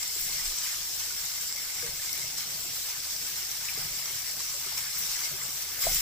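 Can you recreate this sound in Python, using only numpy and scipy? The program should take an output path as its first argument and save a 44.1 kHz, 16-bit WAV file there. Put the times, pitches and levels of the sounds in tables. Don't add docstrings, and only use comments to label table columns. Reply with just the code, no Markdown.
import sys
import numpy as np
from scipy import signal
from scipy.fft import rfft, irfft, next_fast_len
from scipy.io import wavfile
from scipy.ndimage import uniform_filter1d, map_coordinates

SR = 44100
rng = np.random.default_rng(int(sys.argv[2]) if len(sys.argv) > 2 else 0)


def magnitude_from_level(level_db):
    exponent = np.asarray(level_db, float) / 20
    return 10 ** exponent


def unload_audio(sound):
    columns = np.transpose(np.atleast_2d(sound))
    steps = np.round(np.clip(columns, -1, 1) * 32767)
    wavfile.write(sys.argv[1], SR, steps.astype(np.int16))


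N = 265028

# (time [s], level [dB])
VIGOUR = [(0, -37), (.13, -37), (.2, -35), (.66, -36), (.85, -38), (1.0, -36.5), (1.68, -39), (1.81, -36),
          (1.93, -39), (2.05, -36), (2.45, -38.5), (2.8, -38), (3.9, -37.5), (4.85, -37), (5.05, -34),
          (5.24, -33.5), (5.39, -38.5), (5.47, -35.5)]
# (frequency [Hz], density [dB])
SIZZLE_SPECTRUM = [(1470, -39), (2500, -14.5), (3900, -5.5), (5560, 2), (6810, -3.5), (7590, 1.5),
                   (8610, -6.5), (10500, -12), (13600, -8.5), (22000, -120)]
SPRAY_SPECTRUM = [(5590, -31), (9500, -1.5), (10900, -2.5), (14300, 6), (14900, 5.5), (15500, 8.5),
                  (16000, 0)]
GURGLE_SPECTRUM = [(440, -28), (750, -10.5), (1260, -3), (1360, -6.5), (1440, -2), (1800, -1.5), (1930, -2),
                   (2140, 0.5), (2480, -2.5), (3200, -3), (4160, -8), (7040, -120)]
VENT_SPECTRUM = [(6300, -46), (7100, -8.5), (7450, -1), (7800, -5), (8150, -12), (9000, -40)]
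SING_SPECTRUM = [(1900, -30), (2060, -5), (2150, 3), (2250, -12.5), (2450, -43)]
MURMUR_SPECTRUM = [(120, -31), (210, -13.5), (280, 0.5), (318, -8.5), (381, 1.5), (424, -9), (463, 1),
                   (499, -2.5), (598, -1.5), (850, -0.5), (1100, -10.5), (1870, -120)]
DRONE_SPECTRUM = [(32, -23), (52, -5), (81, -1), (97, -0.5), (120, 4), (146, 5), (162, 3), (215, -6),
                  (260, -15), (340, -45), (570, -120)]
RUMBLE_SPECTRUM = [(8.8, -29), (15, -15), (32, 13), (62, -8), (81, -39), (140, -120)]
# (time [s], lift [dB], fall [s], extra spray [dB])
FLARES = [(.2, -1.5, 0.071, 9), (.3, 0, .03, -3), (.46, 4, 0.02, -6), (.53, -2.5, .035, 2),
          (.585, 2, 0.018, -5), (.64, 3.5, 0.092, -3.5), (1.0, 1.5, 0.017, -1), (1.25, 1, 0.013, 4),
          (1.42, 3, 0.022, -1), (1.524, -3, .011, -8), (1.559, -0.5, 0.02, -1), (2.129, -1.5, .017, 8),
          (2.32, -0.5, .03, -2), (2.383, 4, 0.028, -9), (2.45, -1.5, .03, -2), (2.76, 2, 0.028, 3),
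          (3.0, 2, 0.0099, -4), (3.1, 1, .015, -3), (3.27, 2, 0.013, 1), (3.38, 0.5, 0.0083, 5),
          (3.51, 0.5, 0.046, 2), (3.653, 2, 0.031, -4), (3.7, 0, .02, 6), (3.83, -0.5, 0.037, 4),
          (4.15, 2, 0.026, 1), (4.4, 5, 0.012, -17), (4.669, 1, 0.046, -2), (4.778, 5, 0.024, 1.5),
          (4.985, 0, 0.042, 8), (5.19, 0.5, 0.018, 4), (5.43, 0.5, 0.025, 2), (5.621, 2, 0.0076, 1),
          (5.946, -0.5, 0.01, 8), (5.985, -2, .03, 4.5)]
# (time [s], held [s], change [dB])
LULLS = [
    (.8, 0.22, 0),
    (1.25, 0.33, -2),
    (2.5, 0.48, 0),
    (3.0, .6, -1),
    (4.2, 0.53, -1),
    (5.32, 0.091, 1),
    (5.5, 0.23, -1.5),
]
# (time [s], peak [dB], ring [Hz], t60 [s], left minus right [dB])
SPITS = [(.2583, -30, 2160, .05, 1), (0.3933, -15, 1980, 0.062, 2), (0.6634, -13, 2050, 0.025, 7),
         (1.107, -17, 1453, 0.086, 2), (1.3174, -22, 2140, 0.063, 2.0), (1.7944, -15, 2260, 0.04, -5),
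         (1.824, -18, 1650, 0.055, 1), (1.995, -17.5, 1730, 0.056, 1), (3.652, -33, 2120, .05, 1),
         (3.686, -2, 2600, 0.012, 1), (3.692, -5, 2380, 0.018, 5), (3.697, -10, 2330, 0.02, -1),
         (3.6865, -16, 3000, .02, 5), (3.711, -19, 2400, .02, 2), (3.7644, -18.5, 2080, 0.11, -1),
         (4.402, -18, 1080, 0.05, 1), (4.6706, -17, 1250, 0.068, 2), (4.772, -19, 2340, 0.06, 4),
         (4.7755, -25, 1800, 0.018, 2), (4.863, -19, 1700, 0.08, 2), (5.1557, -20, 1980, .04, 4),
         (5.216, -23, 1680, 0.092, 3), (5.235, -22, 2290, 0.065, 10), (5.2544, -19, 2160, 0.08, 12),
         (5.4146, -10.5, 2010, .03, 2), (5.744, -31, 2330, 0.04, 5), (5.8394, -13, 2040, 0.066, -1),
         (5.895, -18, 2154, 0.091, 1), (5.9394, -37, 2880, 0.04, 9)]
# (time [s], strength [dB], ring [Hz], left
# minus right [dB])
POPS = [(0.0302, -19, 5340, 3.3), (0.0776, -22.5, 7700, 7), (0.153, -23, 7620, 3), (0.3295, -28, 5749, 2.8),
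        (0.3415, -28.1, 6610, 3.3), (0.4657, -25, 7800, 1.7), (0.5865, -21, 7900, 0.9),
        (0.6673, -26.2, 7751, 1.0), (1.252, -24, 7500, 2.8), (1.2614, -23, 6270, 3.5),
        (1.4106, -22, 7500, 3), (1.4605, -28.8, 7800, 3), (1.4749, -28.8, 7900, 1.6),
        (1.5248, -18, 5300, -1), (1.5338, -30.4, 5240, 2.1), (1.5604, -23, 5800, 3.2),
        (1.5677, -25, 5260, 1.2), (1.5838, -25, 5270, 3.6), (1.6327, -33, 5340, 2.8),
        (1.704, -28, 6287, -2), (1.7513, -29.2, 6180, 4), (1.8631, -23, 6430, 0.2), (2.06, -25, 5684, 3),
        (2.1292, -18.5, 5630, 3.1), (2.1759, -24, 7751, -1), (2.3834, -23, 5500, 0.9),
        (2.4662, -34, 6072, 2.9), (2.5071, -26, 5500, 4), (2.6393, -27, 7600, 7),
        (3.0015, -30.1, 7622, 2.4), (3.0998, -29.8, 4270, 4.0), (3.1087, -27, 5550, 2.6),
        (3.1636, -21, 5200, 1.9), (3.226, -27, 4900, -1), (3.3242, -48, 5490, -3), (3.365, -25, 5500, 0.3),
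        (3.4284, -25, 5140, 1.0), (3.5058, -41, 6000, -4), (3.514, -19, 5921, -3), (3.654, -22, 7278, 2.8),
        (3.748, -26, 5300, 5.5), (4.0566, -20, 5570, 0), (4.4866, -34, 7200, 5.0), (4.5729, -32, 5383, -3),
        (4.7774, -23.8, 5460, 4), (4.972, -24, 5650, 0), (5.2045, -26, 5900, 0.9), (5.4336, -22, 8100, 5),
        (5.623, -22, 5857, 7), (5.9468, -20, 7428, 4.5),
        (.4823, -30, 4440, 2.5), (.5422, -31, 3010, 1.5), (0.745, -29, 3060, 1.5),
         (1.0036, -27, 4220, 2.5), (2.0926, -24, 4020, 1), (2.545, -28, 4220, 2.5), (2.7916, -31, 3640, 4),
         (4.7326, -54, 4160, 7), (4.93, -27, 4280, 2), (5.8112, -31, 3320, 2)]
# (time [s], held [s], level [dB])
VENTS = [(0, .05, -44), (.14, 0.11, -43), (.44, 0.044, -41), (.57, 0.083, -46), (1.15, 0.11, -61),
         (1.3, .1, -53), (1.452, .04, -43), (1.51, .04, -41), (1.595, 0.067, -48), (1.72, .12, -49),
         (2.022, 0.065, -45), (2.58, .22, -51), (5.0, 0.085, -53), (5.4, 0.077, -44), (5.815, 0.092, -41),
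         (5.93, 0.043, -37)]
# (frequency [Hz], width [Hz], lift [dB])
PAN_MODES = [(1250, 69, -0.5), (2154, 220, 2), (3350, 130, 0.5), (5280, 130, 2.5), (7840, 34, 1),
             (8060, 69, -5), (14900, 60, 6)]
# (time [s], held [s], level [dB])
SINGS = [(0, .12, -52), (.2, .2, -52), (1.0, 0.07, -57), (1.3, 0.091, -54), (1.49, .15, -51.5),
         (1.7, .2, -52), (1.92, 0.11, -59), (2.06, 0.095, -50.5), (2.21, 0.046, -47), (2.9, 0.051, -59),
         (3.35, .05, -53), (3.725, 0.018, -53), (3.76, 0.033, -56), (3.87, 0.029, -51), (4.0, 0.12, -56),
         (4.602, .25, -58), (5.0, .08, -66), (5.22, 0.062, -44.5), (5.83, .18, -51)]
# (time [s], peak [dB], ring [Hz], thump re peak [dB], t60 [s])
KNOCKS = [(0.161, -40, 392, -16, 0.046), (1.829, -37, 490, -16, 0.054), (1.839, -44, 465, -17, 0.23),
          (3.775, -35, 436, -1, 0.051), (3.779, -38.5, 700, 6, 0.037), (3.791, -43, 813, 11, 0.058),
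          (4.54, -46, 560, -26, .12), (4.574, -50, 526, -20, .08), (4.398, -45.5, 469, -13, 0.082),
          (4.663, -39, 397, -8, 0.052), (4.722, -40, 890, -20, .05), (5.314, -43, 617, 9, 0.058),
          (5.851, -36, 554, -5, 0.089), (5.862, -37, 760, -20, 0.017), (5.8677, -14.5, 666, -20, 0.029),
          (5.886, -34, 760, -20, 0.091), (5.909, -38.5, 518, 0, 0.07)]
# (time [s], held [s], lift [dB])
TUGS = [(0, 0.1, -3), (.2, 0.21, 5), (1.3, 0.055, -9), (1.8, 0.12, 11.5), (2.2, 0.17, 7), (2.45, 0.14, 9),
        (2.65, 0.079, 9.5), (2.95, 0.055, 3), (3.2, 0.22, 4), (3.55, 0.31, 1), (3.775, 0.034, 16),
        (3.82, 0.12, 7), (4.1, 0.052, 11.5), (4.33, 0.075, 8), (4.72, 0.11, 7), (4.99, 0.07, 11.5),
        (5.3, 0.073, 11.5), (5.46, 0.045, 15), (5.73, 0.049, 10), (5.86, 0.11, 13)]
# (time [s], held [s], level [dB])
JOLTS = [(0.21, .32, -53), (.215, .045, -51), (.345, 0.036, -50), (0.426, 0.087, -45), (0.774, .08, -59),
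         (1.1, 0.14, -62), (1.88, 0.11, -55), (3.78, 0.15, -55), (4.4, .1, -66), (5.096, 0.077, -52),
         (5.855, .2, -42.5)]
# (frequency [Hz], level [dB rms])
HUM = [
    (46, -66.5),
    (75, -63.5),
    (152, -73),
]
# (frequency [Hz], left-right correlation [0..1])
LIKENESS = [(60, 0.97), (180, 0.97), (550, 0.86), (1650, 0.27), (4970, 0.029), (15000, 0.02)]
# (frequency [Hz], left minus right [dB])
LEAN = [(60, 1), (150, -1.5), (380, 1), (950, -1), (2380, 1.5), (5980, -0.5), (10000, -0.5), (13000, 1.5),
        (15000, 4)]

SPRAY_DB, GURGLE_DB = -4, -10.5
SPRAY_FOLLOWS, GURGLE_FOLLOWS = 0.4, 0.8
FLARE_RISE_S, LULL_EDGE_S = 0.0063, 0.032
LANDS_S, HUSH_DB, HUSH_S = 5.812, -4, 0.48
ROAR_DB, ROAR_RISE_S, ROAR_SPRAY_DB, ROAR_GURGLE_DB = 4, 0.01, 3.5, 1
SPRAY_LEAD_S, GURGLE_LAG_S = 0.015, 0.011
SPLASH_DB, SPLASH_S = 3.5, 0.027
JET_EDGE_S = 0.0073
RUMBLE_DB, DRONE_DB, SIMMER_DB = -71.5, -63, -62
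JOLT_EDGE_S, TUG_EDGE_S, STIR_SHARE = 0.011, 0.041, 0.58
ECHO_DB = 19
TOP_HZ = 15510


def frying():
    sizzle_db, spray_db, gurgle_db = vigour()
    flare_db, flare_spray_db = flares()
    surge_db = flare_db + 0.15 * wobble(6.2) + 0.074 * wobble(20) + 0.43 * wobble(35)
    spray_db = spray_db + flare_spray_db + 1.56 * surge_db + 0.59 * wobble(11) + 0.23 * wobble(22.9)
    gurgle_db = gurgle_db + 1.2 * surge_db + 0.52 * wobble(7.5) + 1.0 * wobble(12)

    bursts = whitened(grains(count=24000, centre_hz=9100, octaves=0.93, cycles=0.84, spread_db=3.0, size=24))
    bubbles = whitened(grains(count=9000, centre_hz=5515, octaves=0.578, cycles=13.3, spread_db=3.5, size=300))
    blisters = whitened(grains(count=2400, centre_hz=1503, octaves=0.9, cycles=19.0, spread_db=2.0, size=1200))
    sizzle = coloured(rush(patchy_db=2.55) + 0.64 * bursts + 0.39 * bubbles, SIZZLE_SPECTRUM)
    spray = coloured(rush(patchy_db=1.2) + 0.38 * bursts, SPRAY_SPECTRUM)
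    gurgle = coloured(rush(patchy_db=2.5) + 0.13 * bursts + 0.39 * blisters, GURGLE_SPECTRUM)
    return magnitude_from_level(sizzle_db + surge_db) * sizzle + magnitude_from_level(spray_db) * spray + magnitude_from_level(gurgle_db) * gurgle


def vigour():
    time_s, level_db = np.transpose(VIGOUR)
    db = np.interp(np.arange(N) / SR, time_s, level_db)
    mean_db = db.mean()
    swing_db = db - mean_db
    lull_db = sum(change_db * held(s, length_s, LULL_EDGE_S) for s, length_s, change_db in LULLS)
    hush_db = HUSH_DB * peak(LANDS_S, HUSH_S, ROAR_RISE_S)

    def roar(extra_db, late_s):
        return (ROAR_DB + extra_db) * step(LANDS_S + late_s, ROAR_RISE_S + abs(late_s) / 2)

    sizzle_db = db + hush_db + roar(0, 0) + SPLASH_DB / 3 * peak(LANDS_S, ROAR_RISE_S, SPLASH_S)
    spray_db = mean_db + SPRAY_DB + SPRAY_FOLLOWS * swing_db + roar(ROAR_SPRAY_DB, -SPRAY_LEAD_S)
    spray_db += SPLASH_DB * peak(LANDS_S + 0.008, SPRAY_LEAD_S, SPLASH_S)
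    gurgle_db = mean_db + GURGLE_DB + GURGLE_FOLLOWS * swing_db + lull_db
    gurgle_db += roar(ROAR_GURGLE_DB, GURGLE_LAG_S)
    return sizzle_db, spray_db, gurgle_db


def flares():
    return sum(np.outer([db, spray_db], peak(s, FLARE_RISE_S, fall_s)) for s, db, fall_s, spray_db in FLARES)


def grains(count, centre_hz, octaves, cycles, spread_db, size):
    u, g = rng.random((count, 2)), rng.standard_normal((count, 3))
    hz = np.clip(centre_hz * 2 ** (octaves * g[:, :1]), 200, 17000)
    t = np.arange(size) / SR
    rise = 1 + 0.056 * t * hz / cycles
    wave = np.sin(2 * np.pi * hz * t * rise) * np.exp(-t * hz / cycles)
    wave *= np.hanning(2 * size)[size:]
    wave *= magnitude_from_level(spread_db * np.minimum(-np.log(1 - u[:, 1:]), 4)) * np.sqrt(hz / centre_hz)
    half_lag = (SR * (0.00007 * g[:, 1] ** 3 - 0.00005) / 2).round()
    pair = []
    for side in (1, -1):
        start = (u[:, 0] * N + 400 + side * half_lag).astype(int)
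        at = start[:, None] + np.arange(size)
        heard = wave * magnitude_from_level(side * 3.2 * g[:, 2:])
        pair.append(np.bincount(at.ravel(), heard.ravel(), N + size + 999)[400:N + 400])
    return unit(np.array(pair))


def rush(patchy_db):
    z = signal.stft(rng.standard_normal((2, N + 512)), nperseg=512)[2]
    field = uniform_filter1d(rng.standard_normal(z.shape[1:]), size=5, axis=0)
    field = uniform_filter1d(field, size=6, axis=1)
    pair = signal.istft(z * magnitude_from_level(patchy_db * unit(field)), nperseg=512)[1][:, :N]

    def mid_side_gain(hz):
        angle = np.arccos(np.clip(along(LIKENESS, hz), -1, 1)) / 2
        return np.array([np.cos(angle), np.sin(angle)])

    mid, side = filtered(pair, mid_side_gain)
    return unit(np.array([mid + side, mid - side]))


def spits():
    out = np.zeros((2, N + SR))
    for s, db, hz, t60_s, pan_db in SPITS:
        wave = burst(SR // 8, hz, t60_s, rise_s=0.00031, drift_rad=0.021, hiss=0.15)
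        out[:, round(s * SR):][:, :SR // 8] += magnitude_from_level(db - 22.0) * panned(pan_db) * wave
    return out[:, :N]


def pops():
    out = np.zeros((2, N + SR))
    for s, db, hz, pan_db in POPS:
        wave = burst(SR // 50, hz, t60_s=0.014, rise_s=0.00059, drift_rad=0.18, hiss=0.34)
        out[:, round(s * SR):][:, :SR // 50] += magnitude_from_level(db) * panned(pan_db) * wave
    return out[:, :N]


def burst(size, hz, t60_s, rise_s, drift_rad, hiss):
    t = np.arange(size) / SR
    drift = np.cumsum(rng.standard_normal((2, size)), axis=1) * drift_rad
    puff = hiss * np.diff(rng.standard_normal((2, size + 1)))
    fade = magnitude_from_level(-60 * t / t60_s) * (1 - np.exp(-t / rise_s))
    return (np.sin(2 * np.pi * hz * t + drift) + puff) * fade


def vents():
    jets = sum(magnitude_from_level(db) * held(s, length_s, JET_EDGE_S) for s, length_s, db in VENTS)
    return jets * magnitude_from_level(1.5 * wobble(55)) * coloured(rush(patchy_db=1), VENT_SPECTRUM)


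def skillet(pair):
    delay_s = rng.uniform(0.007, 0.045, (2, 14, 1))
    sign = rng.choice([-1, 1], (2, 14, 1))
    grid_hz = np.arange(0, SR / 2 + 4, 4.0)
    gain = sign * magnitude_from_level(-ECHO_DB - 100 * delay_s - grid_hz / 2500)
    answer = 1 + (gain * np.exp(-2j * np.pi * grid_hz * delay_s)).sum(1)

    def response(f):
        lift_db = sum(db / (1 + (2 * (f - hz) / width_hz) ** 2) for hz, width_hz, db in PAN_MODES)
        echoes = [np.interp(f, grid_hz, a.real) + 1j * np.interp(f, grid_hz, a.imag) for a in answer]
        return magnitude_from_level(lift_db) * np.array(echoes)

    return magnitude_from_level(-0.52) * filtered(pair, response)


def grate():
    rings = sum(magnitude_from_level(db) * held(s, length_s, JET_EDGE_S) for s, length_s, db in SINGS)
    return rings * magnitude_from_level(1.2 * wobble(40)) * coloured(rush(patchy_db=1.5), SING_SPECTRUM)


def knocks():
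    modes = [(1, 6.0), (0.366, -33), (0.84, -5.0), (1.25, -9), (1.55, -14)]  # (ratio, level [dB])
    out, t = np.zeros(N + SR), np.arange(SR // 4) / SR
    for s, db, hz, thump_db, t60_s in KNOCKS:
        tilt_db = rng.normal(0, 2.4, 5)
        ring = sum(magnitude_from_level(level_db + d) * np.sin(2 * np.pi * hz * ratio * t)
                   for (ratio, level_db), d in zip(modes, tilt_db))
        band = signal.butter(2, [0.82 * hz, 1.4 * hz], "bandpass", fs=SR)
        rattle = 0.28 * unit(signal.lfilter(*band, rng.standard_normal(len(t))))
        thump = magnitude_from_level(thump_db - 60 * t / 0.077) * np.sin(2 * np.pi * 151 * t)
        blow = (ring + rattle) * magnitude_from_level(-60 * t / t60_s) + thump
        out[round(s * SR):][:len(t)] += magnitude_from_level(db - 6.0) * blow * (1 - np.exp(-t / 0.0021))
    return out[:N]


def kitchen():
    rumble_db, drone_db, murmur_db = handling()
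    t = np.arange(N) / SR
    rumble = magnitude_from_level(rumble_db) * coloured(rush(patchy_db=0.0), RUMBLE_SPECTRUM)
    sway = np.sin(2 * np.pi * np.cumsum(27 + 3 * wobble(8.8)) / SR)
    rumble = 0.6 * rumble + magnitude_from_level(rumble_db - 0.5) * sway
    hum = sum(magnitude_from_level(db + 1 + 2.5 * wobble(14)) * np.sin(2 * np.pi * hz * t + 0.6 * wobble(16)) for hz, db in HUM)
    blobs = whitened(grains(count=900, centre_hz=488.7, octaves=0.605, cycles=19.7, spread_db=0.5, size=1600))
    murmur = magnitude_from_level(murmur_db + 0.5) * coloured(rush(patchy_db=-2.5) + 0.42 * blobs, MURMUR_SPECTRUM)
    burner = magnitude_from_level(drone_db + 0.73 * wobble(11)) * coloured(rush(patchy_db=1.6), DRONE_SPECTRUM)
    return rumble + hum + murmur + burner


def handling():
    shake_power = sum(magnitude_from_level(2 * db) * held(s, length_s, JOLT_EDGE_S) for s, length_s, db in JOLTS)
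    rest = magnitude_from_level(1.9 * (RUMBLE_DB + 1.8 * wobble(12.0)))
    rumble_db = 10 * np.log10(rest + shake_power)
    tug_db = sum(db * held(s, length_s, TUG_EDGE_S) for s, length_s, db in TUGS)
    return rumble_db, DRONE_DB + tug_db, SIMMER_DB + STIR_SHARE * tug_db + 0.66 * wobble(7.3)


def unit(x):
    return x / np.sqrt(np.mean(x ** 2) + 1e-20)


def panned(left_minus_right_db):
    return magnitude_from_level([[left_minus_right_db / 2], [-left_minus_right_db / 2]])


def along(points, hz):
    f, v = np.transpose(points)
    return np.interp(np.log(hz + 1), np.log(f + 1), v)


def wobble(rate_hz):
    return map_coordinates(rng.standard_normal(400), [np.arange(N) * rate_hz / SR])


def peak(s, rise_s, fall_s):
    t = np.arange(N) / SR
    return np.exp(-np.where(t < s, (s - t) / rise_s, (t - s) / fall_s))


def step(s, rise_s):
    return 0.5 + 0.5 * np.tanh((np.arange(N) / SR - s) / rise_s)


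def held(s, length_s, edge_s):
    return step(s, edge_s) * (1 - step(s + length_s, edge_s))


def filtered(x, response):
    m = next_fast_len(N + 8192)
    return irfft(rfft(x, m) * response(np.fft.rfftfreq(m, 1 / SR)), m)[..., :N]


def coloured(pair, spectrum):
    out = filtered(pair, lambda hz: magnitude_from_level(along(spectrum, hz)))
    return out / np.std(out.mean(0))


def whitened(pair):
    hz, power = signal.welch(pair, SR, nperseg=128)
    floored = power.mean(0) + 0.00019 * power.max()
    return unit(filtered(pair, lambda f: np.interp(f, hz, floored) ** -0.5))


def scene():
    return skillet(frying() + spits()) + kitchen() + knocks() + vents() + pops() + grate()


def roll_off(x):
    return signal.sosfilt(signal.butter(12, 15870, fs=SR, output="sos"), x)


def record(dry):
    def microphones(hz):
        return magnitude_from_level(np.outer([0.5, -0.5], along(LEAN, hz) + 1.06)) * (hz < TOP_HZ)

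    return roll_off(filtered(dry, microphones))


dry = scene()
out = record(dry)
unload_audio(out)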